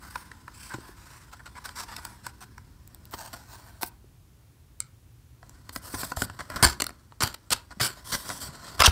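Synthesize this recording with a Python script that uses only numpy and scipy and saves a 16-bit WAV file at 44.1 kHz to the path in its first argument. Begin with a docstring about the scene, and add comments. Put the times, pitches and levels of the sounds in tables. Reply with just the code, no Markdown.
"""Fingers slide, tap and pick at a small cardboard box, close to the microphone in a quiet room.
They peel off a strip of sealing tape, which ticks as it lifts, and drop it on the desk. Then, loudest,
the lid's tuck flap jerks out of its slot, scrapes in and out and is pushed home, jolting the box.
Friction is a run of tiny slips that ring the card; the card flexes, so its resonances drift."""
import sys
import numpy as np
from scipy import signal
from scipy.fft import rfft, irfft
from scipy.io import wavfile
from scipy.ndimage import uniform_filter1d, map_coordinates

SR = 44100
rng = np.random.default_rng(int(sys.argv[2]) if len(sys.argv) > 2 else 0)


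def int16_out(signal):
    """Quantize to a 16-bit WAV file."""
    q = np.round(np.clip(np.atleast_2d(signal).T, -1, 1) * 32767)
    wavfile.write(sys.argv[1], SR, q.astype(np.int16))


N = 392931
TIME_S = np.arange(N) / SR
FFT_SIZE = 4096
FFT_HZ = np.fft.rfftfreq(FFT_SIZE, 1 / SR)


def from_db(db):
    """Decibels to amplitude."""
    return 10 ** (np.asarray(db) / 20)


def unit_rms(x):
    """Scale to rms 1."""
    return x / np.sqrt(np.mean(x ** 2) + 1e-20)


def log_interp(points, hz):
    """Join (freq_hz, value) points on a log-frequency axis."""
    freq_hz, value = np.transpose(points)
    return np.interp(np.log(hz + 1), np.log(freq_hz + 1), value)


def add(mix, start_s, sound):
    """Mix a sound in at start_s."""
    part = mix[max(round(start_s * SR), 0):][:len(sound)]
    part += sound[:len(part)]


def wander(size, span_samples):
    """Random drift, rms about 1."""
    at = np.arange(size) / span_samples
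    knots = int(at[-1]) + 2
    return np.interp(at, np.arange(knots), rng.standard_normal(knots)) * np.sqrt(3 / 2)


def coloured_noise(spectrum):
    """Steady noise, rms 1, shaped by (freq_hz, relative_db) points."""
    gain = from_db(log_interp(spectrum, np.fft.rfftfreq(N, 1 / SR)))
    return unit_rms(irfft(rfft(rng.standard_normal(N)) * gain, N))


# Still room's spectrum: freq_hz, relative_db
AIR_SPECTRUM = [(15, -55), (25, -29.5), (49, -3.5), (122, -2.5), (204, -25.5), (253, -22), (631, -31.5),
                (945, -31), (2120, -36), (15500, -40)]
def room_tone(level_db=-54.5):
    """The still room: low rumble and faint hiss."""
    return from_db(level_db) * coloured_noise(AIR_SPECTRUM)


# Room decay: freq_hz, t60_s
ROOM_DECAY = [(200, 0.356), (4000, 0.23), (15000, 0.069)]
def reflections(x, echoes_per_s=5000, gap_s=0.004):
    """Sparse echoes from desk and walls, each band dying at its own rate."""
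    size = SR // 2
    echoes = rng.standard_normal(size) * (rng.random(size) < echoes_per_s / SR)
    echoes *= np.arange(size) > gap_s * SR
    hz, t, spectra = signal.stft(echoes, SR, nperseg=256)
    colour_db = log_interp([(100, 0.73), (1400, 0.9), (8000, -1.9), (15000, -1.1)], hz)
    decay_db = 60 * t / log_interp(ROOM_DECAY, hz)[:, None]
    tail = signal.istft(spectra * from_db(colour_db[:, None] - decay_db), SR, nperseg=256)[1]
    return signal.oaconvolve(x, tail / np.linalg.norm(tail))[:N]


# Holding hand: time_s, creep_db, rumble_db
GRIP = [(0, -64.5, -52.5), (1.4, -67.5, -56.5), (1.9, -60.5, -52), (2.7, -73.5, -55), (3.7, -64, -57.5),
        (4.2, -97, -64.5), (5.35, -91, -64), (5.5, -69.5, -56), (6.3, -61, -56), (6.85, -64, -52),
        (7.05, -73.5, -58), (7.65, -68.5, -58.5), (8.1, -55, -54), (8.9, -50.5, -50.5)]
def hand_rumble():
    """The hands rumble softly while holding the box."""
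    time_s, _, rumble_db = np.transpose(GRIP)
    spectrum = [(20, -19.5), (42, -2.5), (62, 2.5), (125, -12.5), (200, -10), (330, -14.5), (1500, -77)]
    return coloured_noise(spectrum) * from_db(np.interp(TIME_S, time_s, rumble_db))


def skin_creep_rows(length_s=0.24, body_db=3.5, fizz_db=-6):
    """Skin creeps on the card: rows of faint, overlapping slides."""
    time_s, creep_db, _ = np.transpose(GRIP)
    return [(start_s, length_s, np.interp(start_s + length_s / 2, time_s, creep_db), body_db, fizz_db)
            for start_s in np.arange(0, TIME_S[-1], length_s / 2)]


# Limits of the body, middle and fizz bands: edge_hz
BAND_EDGES_HZ = [200, 2500, 9500, 16000]
def contact_bands(modes, ripple_db=6.5):
    """A sheet's body, middle and fizz responses; each contact point favours other resonances."""
    power = sum(from_db(db) ** 2 / (1 + (2 * (FFT_HZ - hz) / width_hz) ** 2) ** 1.224
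                for hz, width_hz, db in modes)
    # Card is lossy: its fine resonances broaden as they rise.
    ripple = np.column_stack([np.geomspace(100, SR / 2, 70), rng.uniform(-1, 1, 70)])
    power *= from_db(ripple_db * log_interp(ripple, FFT_HZ)) ** 2
    low_hz, *splits_hz, high_hz = BAND_EDGES_HZ
    above_body, fizz = [1 / (1 + (hz / (FFT_HZ + 1)) ** 14) for hz in splits_hz]
    bands = power * np.array([1 - above_body, above_body - fizz, fizz]).clip(0)
    in_range = (FFT_HZ > low_hz) & (FFT_HZ < high_hz)
    return np.sqrt(bands / (bands * in_range).mean(1, keepdims=True))


def minimum_phase(gain):
    """Impulse response that starts at once and rings out with these gains."""
    log_gain = np.log(np.maximum(gain, gain.max() * 1e-5))
    mirrored = np.concatenate([log_gain, log_gain[-2:0:-1]])
    return np.fft.ifft(np.exp(np.conj(signal.hilbert(mirrored)))).real


def ring_sheet(drive, modes, body_db, fizz_db):
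    """A push rings the sheet at one point; body_db and fizz_db are relative to the middle band."""
    bands = contact_bands(modes)
    blocks = len(drive) // FFT_SIZE + 1
    drive_power = uniform_filter1d(abs(rfft(drive, blocks * FFT_SIZE)) ** 2, size=blocks)[::blocks]
    band_feed = (bands ** 2 * drive_power).sum(1) / (bands ** 2).sum(1) / drive_power.mean()
    weights = from_db([body_db, 0, fizz_db]) / np.sqrt(band_feed)
    ring = minimum_phase(np.linalg.norm(weights[:, None] * bands, axis=0))
    dispersion = np.exp(-2j * np.pi * 0.06 * np.sqrt(FFT_HZ))  # bending waves: treble arrives first
    return signal.fftconvolve(drive, irfft(rfft(ring) * dispersion)[:FFT_SIZE // 2])


def moving_contact(drive, modes, body_db, fizz_db, flex_share=0.025, flex_s=0.06):
    """The contact moves between two points while flexing shifts all resonances together."""
    travel = np.linspace(0, 1, len(drive))
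    ring = sum(ring_sheet(drive * share, modes, body_db, fizz_db) for share in (1 - travel, travel))
    pitch_ratio = 1 + flex_share * wander(len(ring), flex_s * SR)
    return map_coordinates(ring, [np.cumsum(pitch_ratio)], order=3)


def friction(size, slips_per_s, spread_db, hiss):
    """Fibres catch and let go in tiny uneven slips, over a smooth hiss."""
    heights = from_db(spread_db * np.minimum(rng.exponential(1, size), 3.5)) * rng.choice([-1, 1], size)
    slips = heights * (rng.random(size) < slips_per_s / SR)
    return unit_rms(unit_rms(slips) + hiss * rng.standard_normal(size))


def slides(rows, modes, slips_per_s, spread_db, unsteady_db, skew=0.76, arch=0.76):
    """Slow strokes, loudest where the hand moves fastest."""
    out = np.zeros(N)
    for start_s, length_s, level_db, body_db, fizz_db in rows:
        size = round(length_s * SR)
        speed = abs(np.sin(np.pi * np.linspace(0, 1, size) ** skew)) ** arch
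        drive = speed * friction(size, slips_per_s, spread_db, hiss=0.93)
        drive *= from_db(level_db + unsteady_db * wander(size, span_samples=470))
        add(out, start_s, moving_contact(drive, modes, body_db, fizz_db))
    return out


def drags(rows, modes, slips_per_s, spread_db, judder_db, release_s):
    """Juddering runs of slips that swell or fade, then let go."""
    out = np.zeros(N)
    for start_s, length_s, level_db, body_db, fizz_db, swell_db in rows:
        t = np.arange(0, length_s + 5 * release_s, 1 / SR)
        judder = judder_db * wander(len(t), span_samples=89.4)
        force = from_db(swell_db * np.minimum(t / length_s, 1) + judder)
        force *= np.minimum(2 * t / release_s, 1) * np.exp(-np.maximum(t - length_s, 0) / release_s)
        slips = friction(len(t), slips_per_s, spread_db, hiss=0.86)
        drive = unit_rms(force * slips) * np.sqrt(length_s / t[-1])
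        add(out, start_s, from_db(level_db) * moving_contact(drive, modes, body_db, fizz_db))
    return out


def clicks(rows, modes, crush_s, crush_gain):
    """The contact creeps, gives way sharply and briefly crushes fibres; the sheet rings."""
    out = np.zeros(N)
    t = np.arange(-SR // 100, SR // 100) / SR
    impulse = unit_rms(1.0 * (t == 0))
    envelope = np.exp(-abs(t) / crush_s) * np.where(t < 0, 0.38, 1)
    for time_s, level_db, body_db, fizz_db in rows:
        crush = unit_rms(rng.standard_normal(len(t)) * envelope)
        drive = unit_rms(impulse + crush_gain * crush) / np.sqrt(2)
        add(out, time_s + t[0], from_db(level_db) * ring_sheet(drive, modes, body_db, fizz_db))
    return out


# Fingers sliding: start_s, length_s, level_db, body_db, fizz_db
FINGER_SLIDES = [(0.0, 0.098, -57, 6, -1), (0.086, 0.2, -55.5, 3.5, 0.5), (0.528, 0.29, -51, -5.5, -4),
                 (0.692, 0.066, -61.5, 17, -15), (0.799, 0.15, -58.5, 5.5, -2), (.95, 0.35, -57.5, 2.5, -5),
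                 (1.312, 0.05, -56.5, 6, -7), (1.636, 0.097, -53.5, 3, -5.5), (1.753, 0.1, -42, 0, -7),
                 (1.875, 0.13, -49, 5, -8), (1.974, 0.2, -59, 7, 1), (2.229, 0.081, -53, 1.5, -3),
                 (5.722, 0.076, -52, -1, 8.5), (5.815, 0.12, -50.5, 1.5, 3), (5.901, 0.24, -45.5, -2, 3),
                 (6.487, .188, -56, 14, -2), (8.042, 0.25, -43, -5, 1), (8.262, 0.18, -43, -6, -0.5),
                 (8.398, 0.094, -39, -5.5, -2.5), (8.637, .078, -46, -2, -12)]
# Short nail or fingertip drags: start_s, length_s, level_db, body_db, fizz_db, swell_db
FINGER_DRAGS = [(0.728, 0.013, -45, 9, -8, 30), (1.392, 0.016, -63, 15.5, -8, 0),
                (1.456, 0.022, -50, 5, -11.5, -8), (1.551, 0.034, -54, 10.5, -9.5, 9),
                (1.64, 0.02, -42.5, 2.5, -4.5, 10), (2.405, 0.037, -51, 3, -4.5, -1),
                (3.129, 0.011, -41, 7, -13, 18), (3.328, 0.015, -44, 4.5, -1.5, 0),
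                (5.934, 0.014, -39.5, 6, -4, 19), (6.162, .085, -43, -2.5, 3.5, 2.5),
                (6.389, 0.022, -44, 9.0, -10, -0.5), (6.558, 0.021, -38, 6, -6.5, -12),
                (7.705, 0.023, -51.5, 8, -14, -6), (8.117, 0.034, -27.5, -2, -6.5, 6.5),
                (8.299, 0.027, -38.5, 4.5, -15, -14)]
# Finger and nail taps: time_s, level_db, body_db, fizz_db
FINGER_TAPS = [(0.1568, -45, 15, -22), (0.316, -52.5, 9.5, -18.5), (0.4798, -59, 19.5, -3),
               (1.6915, -45.5, 3.5, -18.5), (1.9648, -38.5, -11, -6), (2.051, -40.5, 0.5, 0.5),
               (2.266, -41, 6.5, -3.5), (2.58, -54.5, 10, -8), (5.4289, -62.5, 13.5, -26),
               (5.6932, -44, 2, -7), (5.761, -37, 3.5, -4), (6.0322, -43, 11.5, -17),
               (6.1186, -42.5, 12.5, -11), (6.1708, -42.5, 9, -15), (6.2201, -32.5, 8.5, -1),
               (6.2987, -51, 12, -11), (6.501, -45, 7.5, -3), (8.2915, -36.5, 0, -8)]
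def touch_face(modes, start_s, end_s):
    """Fingers creep, slide, drag and tap on one face of the box."""
    rubs, picks, taps = ([row for row in rows if start_s <= row[0] < end_s]
                         for rows in (skin_creep_rows() + FINGER_SLIDES, FINGER_DRAGS, FINGER_TAPS))
    return (slides(rubs, modes, slips_per_s=1800, spread_db=1.5, unsteady_db=2.5)
            + drags(picks, modes, slips_per_s=6000, spread_db=6, judder_db=0.5, release_s=0.0043)
            + clicks(taps, modes, crush_s=0.0018, crush_gain=2.4))


# Resonances of the taut, taped lid and of the walls: freq_hz, width_hz, gain_db
LID_MODES = [(290, 90, -16), (991, 184, 5), (1465, 290, 3), (1850, 580, -5.5), (4450, 2200, -13.5),
             (5260, 690, -12), (8060, 1350, -13), (13853, 2100, -25.5)]
WALL_MODES = [(120, 98, 2.5), (277.4, 57, 1), (640.75, 290, -2), (990, 33, 4.5), (1076, 150, 2),
              (1424, 245, 2), (1870, 360, -5), (3270, 320, -4.5), (4577, 830, 1), (5550, 730, -1.5),
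              (7900, 1300, -2), (13700, 1200, -14.5)]
def fingers(leave_lid_s=2.7):
    """Fingers feel over the lid for the tape's end, then move to the walls."""
    return touch_face(LID_MODES, 0, leave_lid_s) + touch_face(WALL_MODES, leave_lid_s, np.inf)


# Resonances of the stiff tape and the card under it: freq_hz, width_hz, gain_db
TAPE_MODES = [(700, 190, 0), (920, 180, 5), (1490, 170, -1.5), (2110, 700, -16), (4970, 2700, -4),
              (8320, 1140, -2), (14400, 2700, -5)]
# Tugs on the tape: start_s, length_s, level_db, body_db, fizz_db
TAPE_TUGS = [(3.112, 0.07, -55.5, 2, 5.5), (3.165, 0.14, -46.5, 2, -5), (3.284, 0.19, -57, 2, -5),
             (3.47, 0.15, -53.5, 2, -3), (3.55, 0.3, -70, 9.5, 4), (3.81, 0.051, -46, -2, 1),
             (3.855, 0.039, -52.5, -11, 10.5)]
# Sticky tape letting go: time_s, level_db, body_db, fizz_db
TAPE_TICKS = [(2.8761, -57, -11, 3.5), (2.9469, -54, -7.5, 4), (3.0541, -57.5, -13, 5.5),
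              (3.111, -62, -4, 8), (3.214, -53, 2, 0), (3.8115, -56, 9, -2), (3.8155, -52, -4, 8),
              (3.8224, -45, 2, 8), (3.8267, -45, 0, 2), (3.8313, -34, 5, 1), (3.8385, -47, -4, 10),
              (5.4946, -52, -8, -7)]
def tape_peel():
    """Tugged tape ticks as it lifts, then snaps off the lid."""
    return (slides(TAPE_TUGS, TAPE_MODES, slips_per_s=450, spread_db=3, unsteady_db=2)
            + clicks(TAPE_TICKS, TAPE_MODES, crush_s=0.00049, crush_gain=2.3))


# Resonances of the loose strip: freq_hz, width_hz, gain_db
LOOSE_TAPE_MODES = [(1270, 230, -6), (2120, 750, -11), (5300, 960, -7.5), (8400, 950, 4), (14020, 3000, -8)]
# Strip landing: time_s, level_db, body_db, fizz_db
TAPE_LANDING = [(4.8036, -28, -18.5, -12)]
def tape_drop():
    """The strip hits the desk with one click."""
    return clicks(TAPE_LANDING, LOOSE_TAPE_MODES, crush_s=0.0011, crush_gain=0.3366)


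# Full box jolting; fingertips landing on the hollow box: start_s, level_db, pitch_hz, t60_s
BOX_JOLTS = [(0.741, -34.5, 124, 0.19), (6.171, -22.5, 76.15, 0.063), (6.627, -11, 120, 0.063),
             (6.651, -12.5, 68.6, 0.11), (7.235, -14, 117, 0.046), (7.513, -26.5, 120, 0.0497),
             (7.812, -19.5, 121.4, 0.1), (8.294, -31, 117.2, 0.057), (8.8, -15.5, 73, 0.082),
             (8.879, -4.5, 70, 0.077)]
FINGER_BUMPS = [(.744, -30.5, 317, 0.073), (.785, -27.5, 331, 0.014), (.892, -38.5, 370, 0.028),
                (3.832, -24.5, 326, 0.027), (4.043, -44, 380, 0.02), (5.94, -23, 290, .03),
                (7.771, -34, 190, 0.045), (8.489, -29.5, 147, 0.049)]
def box_thuds():
    """Soft blows set the box swinging for a few cycles."""
    out = np.zeros(N)
    t = np.arange(SR // 4) / SR
    for rows, rise_s in ((BOX_JOLTS, 0.00089), (FINGER_BUMPS, 0.00015)):
        for start_s, level_db, pitch_hz, t60_s in rows:
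            envelope = from_db(level_db - 60 * t / t60_s) * (1 - np.exp(-t / rise_s))
            add(out, start_s, envelope * np.sin(2 * np.pi * pitch_hz * t))
    return out


def slot_scrape(rows, modes, tail_s=0.098, body_db=-0.5, fizz_db=-7, fade_db=-27.5):
    """The flap grinds through its slot's tight spot; a short, fading, noisy tail follows each scrape."""
    tight = [row[:-1] for row in rows]
    tail = [(start_s + length_s, tail_s, level_db + tail_db, body_db, fizz_db, fade_db)
            for start_s, length_s, level_db, *_, tail_db in rows]
    return (drags(tight, modes, slips_per_s=3000, spread_db=4, judder_db=1.5, release_s=0.00091)
            + drags(tail, modes, slips_per_s=900, spread_db=2, judder_db=3, release_s=0.0077))


# Resonances of the free lid and flap, and of the closed box: freq_hz, width_hz, gain_db
FLAP_MODES = [(304, 370, -2), (680, 180, -2), (956, 96, 3.5), (1120, 110, 3), (1430, 230, 6),
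              (1780, 400, -4.5), (2150, 160, -1), (3029, 520, -1.5), (4360, 280, 4), (4670, 1400, 1),
              (7400, 190, 2.5), (8650, 1700, -3), (13100, 1700, -8.5)]
CLOSED_MODES = [(660, 250, -3), (980, 100, 4.5), (1113, 79, 4), (1365, 150, 6.5), (1600, 90, 1),
                (3000, 1200, -0.5), (3530, 770, -6), (5100, 860, 1.5), (8750, 2200, -9), (14000, 3000, -16)]
# Edge scraping in the slot: start_s, length_s, relative_db, body_db, fizz_db, swell_db, tail_db
FLAP_SCRAPES = [(6.6262, .026, -16.5, -1.5, -6.5, 2, -16.5), (6.8002, 0.0067, -29.5, -1.5, -14, -6, -45),
                (7.205, .012, -29.5, -1, -17.5, -2, -38), (7.219, 0.018, -25.5, -3, -4.5, 8, -13),
                (7.3404, 0.0072, -39, -2.5, -5, 1, -45), (7.504, 0.0032, -25, -10, -8, 4, -19.5),
                (7.515, .019, -22, -5.5, -6.5, 16, -30), (7.798, 0.012, -32, 4, -13, 1, -32),
                (7.81, 0.071, -28, -5, -6, -7, -19.5), (8.793, 0.014, -21.5, 2.5, -8, 18, -25),
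                (8.809, .012, -20, 4.5, -10, 13, -27), (8.834, 0.0048, -19, 0, -30, 12, -35),
                (8.842, .014, -18, 0.5, -29, -3, -39), (8.857, .012, -11, -9.5, -14, 2, -27)]
# Edge catching and snapping free: time_s, relative_db, body_db, fizz_db
FLAP_SNAPS = [(6.6269, -25.5, 4, -6), (6.8056, -33, -6.5, -8.5), (6.8206, -25.5, -4, -6.5),
              (6.8418, -39, -1, 0.5), (6.8668, -35, -3.5, -3), (6.8923, -50, 7, -1.5),
              (6.905, -56, 7.5, -6), (7.1218, -63.5, 13.5, -17), (7.2215, -32.5, 6.5, -25),
              (8.8755, -31.5, 10, -20)]
def tuck_flap(wedged_s=8.7, gain_db=2.5):
    """The flap scrapes and snaps; as it is forced home, its scrapes ring the closed box."""
    free = [row for row in FLAP_SCRAPES if row[0] < wedged_s]
    wedged = [row for row in FLAP_SCRAPES if row[0] >= wedged_s]
    scrapes = slot_scrape(free, FLAP_MODES) + slot_scrape(wedged, CLOSED_MODES)
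    snaps = clicks(FLAP_SNAPS, FLAP_MODES, crush_s=0.0011, crush_gain=1.6)
    return from_db(gain_db) * (scrapes + snaps)


def scene(box_send_db=-19, desk_send_db=-7.5, desk_lowpass_hz=2800):
    """The box close up; the desk farther off, so with more of the room."""
    box = fingers() + tuck_flap() + tape_peel()
    drop = tape_drop()
    box += box_thuds()
    # The strip beams its treble; the desk's duller knock fills the room.
    knock = signal.lfilter(*signal.butter(1, desk_lowpass_hz, fs=SR), drop)
    room = reflections(from_db(box_send_db) * box + from_db(desk_send_db) * knock)
    return (box + drop + room + hand_rumble() + room_tone())[None]


def gain_control(x, threshold_db=-21.5, cut_share=0.15, recovery_db_per_s=1):
    """Loud scrapes turn the gain down a little; it creeps back up."""
    power_db = 10 * np.log10(abs(uniform_filter1d(x ** 2, size=400)) + 1e-12)
    recovery_db = TIME_S * recovery_db_per_s
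    held_db = np.maximum.accumulate(power_db + recovery_db, axis=-1) - recovery_db
    return x / from_db(cut_share * np.maximum(held_db - threshold_db, 0))


def record(dry, highpass_hz=29.7, lowpass_hz=15750):
    """Microphone bass roll-off, gain control, soft clipping, band limit."""
    thinned = signal.lfilter(*signal.butter(2, highpass_hz, "high", fs=SR), dry)
    ducked = gain_control(thinned)
    rounded = ducked / (1 + ducked ** 6) ** (1 / 6)
    lowpass = signal.firwin(511, lowpass_hz, window=("kaiser", 9), fs=SR)
    return signal.oaconvolve(rounded, lowpass[None], "same")


dry = scene()
out = record(dry)
int16_out(out)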